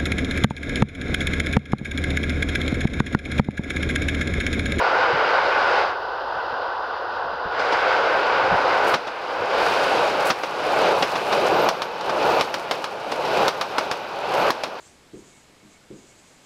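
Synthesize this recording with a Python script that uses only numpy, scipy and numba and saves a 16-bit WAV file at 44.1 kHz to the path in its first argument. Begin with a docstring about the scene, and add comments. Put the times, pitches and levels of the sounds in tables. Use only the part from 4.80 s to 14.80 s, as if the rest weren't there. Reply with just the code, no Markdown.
"""A three-car electric train comes down a forest line and passes a camera on the bank.
First the rough wheels and rails roar, duller while the lens zooms; handling or wind thuds on the mic.
From about 3 s the axles clack in pairs over the rail joints, a hiss running ahead of each far clack.
The camera's gain control ducks the roar after each loud clack and lets it swell back.
From about 7 s the cars roll by a few metres away, crushing grit and making their wheels ring faintly."""
import sys
import numpy as np
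from scipy import signal
from scipy.fft import rfft, irfft
from scipy.io import wavfile
from scipy.ndimage import uniform_filter1d
from numba import njit

SR = 44100
rng = np.random.default_rng(int(sys.argv[2]) if len(sys.argv) > 2 else 0)


def generate_wav(sig):
    """Save sig (samples, or channels by samples) to the path in sys.argv[1] as 16-bit PCM at SR."""
    pcm = np.round(np.clip(np.atleast_2d(sig).T, -1, 1) * 32767).astype(np.int16)
    wavfile.write(sys.argv[1], SR, pcm)


N = 441000
T = np.arange(N) / SR
SPEED_M_S, AXLE_GAP_M = 20.6, 2.7


def undb(db):
    """Turn decibels into a number to multiply a sound by."""
    return 10 ** (np.asarray(db) / 20)


def unit(x):
    """Scale a sound to an average power of 1."""
    return x / np.sqrt(np.mean(x ** 2))


def colour_db(points, hz):
    """Read the level at a frequency from a colour: a list of (Hz, dB) points."""
    freqs, db = np.transpose(points)
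    return np.interp(np.log(hz + 1), np.log(freqs), db)


def tint(x, points):
    """Filter a sound to give it a colour."""
    gain = undb(colour_db(points, np.fft.rfftfreq(len(x), 1 / SR)))
    return irfft(rfft(x) * gain, len(x))


def shelf(value, corner, order):
    """Step smoothly from 0 below the corner to 1 above it."""
    return 1 - 1 / (1 + (value / corner) ** order)


def walk(t, rate):
    """A wobble: random values joined by lines, `rate` of them a second."""
    return np.interp(t * rate, np.arange(1024), rng.standard_normal(1024))


def add(out, start_s, x):
    """Mix a short sound in at the given time."""
    i = max(int(start_s * SR), 0)
    out[i:i + len(x)] += x[:max(N - i, 0)]


# A bogie is a frame with two axles under a car. Each entry: metres behind the first bogie.
BOGIE_BEHIND_M = [0, 14.87, 21.07, 36.92, 43.14, 58.01]
# The same bogies. Each row: level of its passing roar in dB, change to its clacks in dB.
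BOGIE_LEVELS = [(-10.8, 0), (-12, 0), (-17.5, -4.5), (-16.2, -3), (-16.5, -6), (-19, -3)]
def bogie_passes(lag_s=.01):
    """Time and level of each bogie's loudest roar, just after it strikes the nearest joint."""
    first_s = RAIL_JOINTS[-1][0] + lag_s
    return [(first_s + behind / SPEED_M_S, db) for behind, (db, _) in zip(BOGIE_BEHIND_M, BOGIE_LEVELS)]


def swell(t, at, width_s=0.17):
    """The rise and fall in loudness as a bogie goes by."""
    return np.exp(-((t - at) / width_s) ** 2 / 2)


# The rails' steady roar. Each row: time in seconds, level in dB, wheel brightness in dB, hiss in dB.
RAIL_ROAR = [(0, -18.7, -1, -2.5), (0.949, -17, -0.5, -1.5), (1.2, -18.5, 1.5, -1.5), (2.7, -20, 1, -3),
             (2.95, -18.5, -.3, 1), (3.7, -18.5, -1.5, -4.5), (4.3, -17, .5, 1), (4.68, -19.2, -0.5, -2),
             (4.85, -16.3, 2.5, 6.5), (5.4, -18.8, 2, 1.5), (6.1, -11, 1.2, 0.5), (6.45, -13.8, 1, 3),
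             (6.78, -12, -1.5, -2.5), (7.1, -15.5, -.5, -5), (7.33, -12.5, -.5, -1), (8.3, -18, -.5, -0.5),
             (9.2, -23, -.5, -1.5), (10, -20.8, -.5, -3)]
# The roar turns from far to near between these two times in seconds.
FAR_TO_NEAR_S = (2.65, 6.6)
def roar_shape(t):
    """Level, nearness (0 to 1), brightness and hiss of the roar; each bogie adds a swell of level."""
    times, *columns = np.transpose(RAIL_ROAR)
    rails_db, bright_db, hiss_db = (np.interp(t, times, column) for column in columns)
    power = undb(rails_db) ** 2 + sum((undb(db) * swell(t, at)) ** 2 for at, db in bogie_passes())
    return 10 * np.log10(power), np.interp(t, FAR_TO_NEAR_S, (0, 1)), bright_db, hiss_db


# The roar's colour from far off and from close by. Each row: frequency in Hz, level in dB.
FAR_COLOUR = [(15, -59), (25, -28), (91, -21), (215, -23.5), (421, -7), (509, 0), (614, -4), (945, 0),
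              (1270, -5.5), (1490, -1), (1850, -13), (2360, -13), (4870, -25), (7700, -48), (15500, -66.5)]
NEAR_COLOUR = [(15, -63), (25, -29), (86, -24), (173, -12.5), (253, -15), (523, 0), (804, -3),
               (1300, -11.5), (1450, -10), (1900, -20), (2490, -16), (4620, -25), (7910, -42.5),
               (11500, -46), (15500, -57)]
# Where track and wheels ring or sound hollow.
# Each row: frequency in Hz, width in Hz, boost from far off in dB, boost from close by in dB.
TRACK_RESONANCES = [(141, 77, -2.5, 0), (217, 70, -1.5, -1), (369, 120, 1, 1.5), (524, 90, 1.5, -1),
                    (750, 150, 1.5, 0), (880, 100, 0.5, 2.5), (1030, 120, -1, 0), (1200, 190, 1, 2),
                    (1480, 143, 2.5, 2), (2050, 310, 2, 0.5), (2510, 190, 0, 2.5), (2950, 150, 1, 1.5),
                    (3350, 360, -1, -2.5), (4950, 500, 3.5, 1), (11750, 400, 1, 1), (14000, 900, 2, -2)]
# The sleepers (beams under the rails) boom under load. 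Each row: time in seconds, boost in dB.
SLEEPER_BOOMS = [(4.8, 3.5), (5.3, 3.5), (6.07, 4), (6.7, 4.5), (7.45, 2.5), (8.5, 2.5)]
def rolling(wheel_hz=1500, hiss_hz=7000, flutter_db=1.18, throb_db=0.52,
            sleeper_hz=440, sleeper_width_hz=260, rest_db=-2, boom_s=.2, size=2048):
    """Rough wheels on rough rails shake the track into a roar that changes colour as the train nears."""
    hz, t, noise = signal.stft(rng.standard_normal(N), SR, nperseg=size)
    hz = hz[:, None]
    level_db, near, bright_db, hiss_db = roar_shape(t)
    db = (1 - near) * colour_db(FAR_COLOUR, hz) + near * colour_db(NEAR_COLOUR, hz)
    for centre, width, far_db, near_db in TRACK_RESONANCES:
        db += ((1 - near) * far_db + near * near_db) * np.exp(-2 * ((hz - centre) / width) ** 2)
    db += bright_db * shelf(hz, wheel_hz, order=4) + hiss_db * shelf(hz, hiss_hz, order=8)
    db -= 10 * np.log10(np.mean(undb(db) ** 2, axis=0))  # keep the colour, even out the power
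    # the sleepers boom, and rest in between
    load_db = near * rest_db + sum(lift * np.exp(-((t - at) / boom_s) ** 2) for at, lift in SLEEPER_BOOMS)
    db += load_db * np.exp(-((hz - sleeper_hz) / sleeper_width_hz) ** 2)
    # rough patches of rail make each octave flutter, and all of them throb together
    for octave in range(5, 14):
        band = np.maximum(1 - abs(np.log2(hz + 1) - octave), 0)
        db += flutter_db * walk(t, 22) * band
    db += level_db + throb_db * walk(t, 14)
    return signal.istft(noise * undb(db), SR, nperseg=size)[1][:N]


# Soft low thuds on the microphone. Each row: start in seconds, level in dB, pitch in Hz.
LOW_THUDS = [(.325, -31, 181), (.635, -40, 110), (1.548, -38.5, 130), (1.72, -38, 230), (2.447, -35, 150),
             (2.52, -39, 90), (2.648, -32, 170), (3.63, -38, 150), (3.712, -24.5, 181), (4.6, -36, 100)]
# The colour of a thud. Each row: frequency in Hz, level in dB.
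THUD_COLOUR = [(25, -16), (60, -5), (110, -3), (190, -2), (240, -3.5), (400, -30), (1500, -70)]
def low_thuds(swell_s=.011):
    """Handling or puffs of wind thud on the microphone: each is low noise plus one low tone."""
    out, t = np.zeros(N), T[:SR // 4]
    envelope = t / swell_s * np.exp(1 - t / swell_s)
    for start_s, db, hz in LOW_THUDS:
        body = unit(tint(rng.standard_normal(len(t)), THUD_COLOUR))
        tone = np.sin(2 * np.pi * hz * t)
        add(out, start_s, undb(db) * envelope * (0.87 * body + 0.63 * tone))
    return out


# The lens zooms out. Each row: time in seconds, share of the duller sound from 0 to 1.
ZOOM_SHARE = [(1, 0), (1.17, 1), (2.7, 1), (2.84, 0)]
# The colour of that duller sound. Each row: frequency in Hz, change in dB.
DULL_COLOUR = [(70, -1.5), (160, -9.5), (260, -6.5), (500, -8.5), (1000, -5.5), (1500, -8.5), (1950, -14),
               (2250, -23), (2700, -12), (4800, -9.5), (8000, -18.5), (11000, -4.5), (15000, 1)]
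def zoom_dulling(x):
    """The sound turns duller while the lens zooms."""
    share = np.interp(T, *np.transpose(ZOOM_SHARE))
    return (1 - share) * x + share * tint(x, DULL_COLOUR)


def grit(per_s=500, spread_db=4.5, grit_db=-24, burst_db=4.5):
    """Specks crushed between wheel and rail tick in uneven bursts, growing as the train nears."""
    level_db, near, _, hiss_db = roar_shape(T)
    specks = (rng.random(N) < per_s / SR) * undb(spread_db * np.clip(rng.standard_normal(N), -2, 2))
    colour = [(300, -30), (1500, -1), (2600, 2), (5200, 0.5), (7500, -9), (12000, -13), (15500, -23)]
    ticks = unit(tint(specks, colour))
    return ticks * near * undb(level_db + hiss_db + grit_db + burst_db * walk(T, 50))


# Gaps between rails, far to near. Each row: first strike in seconds, level in dB, distance in metres,
# change for a bogie's rear axle in dB, fade in dB per second as the cars get in the way.
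RAIL_JOINTS = [(2.787, -20, 50, 1, 20), (4.137, -1, 36, -11.5, 25.5), (5.500, -1, 25, -5.5, 3.6),
               (6.888, 2.5, 3.4, -4.5, 0.19)]
def axle_blows():
    """Both axles of every bogie strike every joint: a list of (seconds, dB, metres away)."""
    blows = []
    for first_s, joint_db, metres, rear_db, fade_db_per_s in RAIL_JOINTS:
        for behind, (_, bogie_db) in zip(BOGIE_BEHIND_M, BOGIE_LEVELS):
            late_s = behind / SPEED_M_S
            db = joint_db + bogie_db - fade_db_per_s * late_s
            blows.append((first_s + late_s, db, metres))
            blows.append((first_s + late_s + AXLE_GAP_M / SPEED_M_S, db + rear_db, metres))
    return blows


def rail_hiss(lead_s_per_m=.002, hiss_db=-9, loss_db_per_m=0.86, rise_s=0.0054, fade_s=0.07,
              far_m=16, rasp_db=3):
    """A blow's treble runs faster along the rail than through air, so it sizzles before a far clack."""
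    out, t = np.zeros(N), T[:SR // 4]
    colour = [(2000, -20), (5000, 0), (8000, 0), (11500, 0), (15500, -7)]
    for strike_s, db, metres in axle_blows():
        hiss = unit(tint(rng.standard_normal(len(t)), colour))
        envelope = np.exp(-t / fade_s) * (1 - np.exp(-t / rise_s)) * undb(rasp_db * walk(t, 400))
        gain = undb(db + hiss_db - loss_db_per_m * metres) * shelf(metres, far_m, order=4)
        add(out, strike_s - lead_s_per_m * metres, gain * envelope * hiss)
    return out


# The colour of struck steel. Each row: frequency in Hz, level in dB.
CLACK_COLOUR = [(30, -32), (100, -19.5), (250, -9), (600, -2.5), (1150, -1), (1800, -9), (3000, -10),
                (5400, -12.5), (7400, -27), (11000, -31.5), (14000, -37), (15500, -41)]
# A loose part knocks under the floor. Each row: start in seconds, level in dB, distance in metres.
LOOSE_KNOCKS = [(7.209, -15, 5)]
def clacks(crack_s=0.0013, ring_s=0.0099, ring_db=-3, trees_s=0.078, trees_db=-19,
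           blur_s_per_m=.00028, air_db_per_m=0.18, air_hz=5000):
    """A wheel drops into a gap: a crack, a short ring of steel and a faint echo from the trees."""
    out, t = np.zeros(N), T[:SR // 4]
    tail = undb(ring_db) * np.exp(-t / ring_s) + undb(trees_db) * np.exp(-t / trees_s)
    for start_s, db, metres in axle_blows() + LOOSE_KNOCKS:
        # distance blurs the crack and dulls its colour
        blur_s = metres * blur_s_per_m
        colour = [(hz, level - air_db_per_m * metres * hz / air_hz) for hz, level in CLACK_COLOUR]
        rise = 1 - np.exp(-(t / (blur_s / 2 + 1 / SR)) ** 2)
        envelope = rise * (np.exp(-t / (crack_s + blur_s)) + tail)
        burst = envelope * rng.standard_normal(len(t))
        blow = tint(np.pad(burst, (len(t), 0)), colour)  # silence in front gives the filter room
        loudest = np.sqrt(uniform_filter1d(blow ** 2, size=176).max())  # over 4 ms
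        add(out, start_s - len(t) / SR, undb(db) * blow / loudest)
    return out


@njit
def hold_and_release(over_db, hold_samples, release_db, near_db):
    """How many dB to turn down: jumps with a peak, holds while peaks come close, then eases off."""
    cut_db, cut, wait = np.empty(len(over_db)), 0., 0.
    for i in range(len(over_db)):
        cut = max(cut, over_db[i])
        wait = hold_samples if over_db[i] > cut - near_db else wait - 1
        if wait < 0:
            cut = max(cut - release_db, 0.)
        cut_db[i] = cut
    return cut_db


def gain_control(x, ceiling_db=-14, hold_s=.19, release_db_per_s=26, near_db=2.5, tick_db=-28, step=256):
    """The camera turns itself down at once on a loud peak, then creeps back up."""
    peak_db = 10 * np.log10(np.abs(uniform_filter1d(x ** 2, size=176)) + 1e-12)
    cut_db = hold_and_release(peak_db - ceiling_db, hold_s * SR, release_db_per_s / SR, near_db)
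    # each sudden drop of more than 4 dB makes a thin tick
    drops = np.zeros(N)
    drops[step::step] = np.maximum(np.diff(cut_db[::step]) - 4, 0)
    ticks = tint(drops, [(3000, -30), (8000, -15), (12000, 0)])
    return x * undb(-cut_db) + undb(tick_db) * ticks


# A wheel's high ringing tones. Each row: pitch in Hz, level in dB compared with the bogie's roar.
WHEEL_TONES = [(11700, -35), (14100, -37)]
def wheel_squeals(waver_hz=300, doppler=.025, turn_s=.35, detune=.012, patchy_db=3.5, lead_s=.5):
    """Wheel rims rub the rail in patches and ring; no two match, and the pitch sags as each goes by."""
    out, t = np.zeros(N), T[:SR]
    sag = 1 - doppler * np.tanh((t - lead_s) / turn_s)
    for at, roar_db in bogie_passes():
        for hz, db in WHEEL_TONES:
            pitch = hz * (1 + detune * rng.standard_normal()) * sag + waver_hz * walk(t, 900)
            rub = undb(roar_db + db + patchy_db * walk(t, 13.8)) * swell(t, lead_s) * walk(t, 250)
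            add(out, at - lead_s, rub * np.sin(2 * np.pi * np.cumsum(pitch) / SR))
    return out


def scene():
    """The train and the thuds on the microphone, mixed into one channel."""
    return (rolling() + low_thuds() + grit() + rail_hiss() + clacks() + wheel_squeals())[None]


def record(dry):
    """The camera ducks loud peaks, sounds duller while zooming, and cuts the highest treble."""
    heard = zoom_dulling(gain_control(dry[0]))
    treble_cut = signal.ellip(10, .2, 80, 15800, fs=SR, output="sos")  # above 15800 Hz
    return signal.sosfilt(treble_cut, heard)[None]


dry = scene()
out = record(dry)
generate_wav(out)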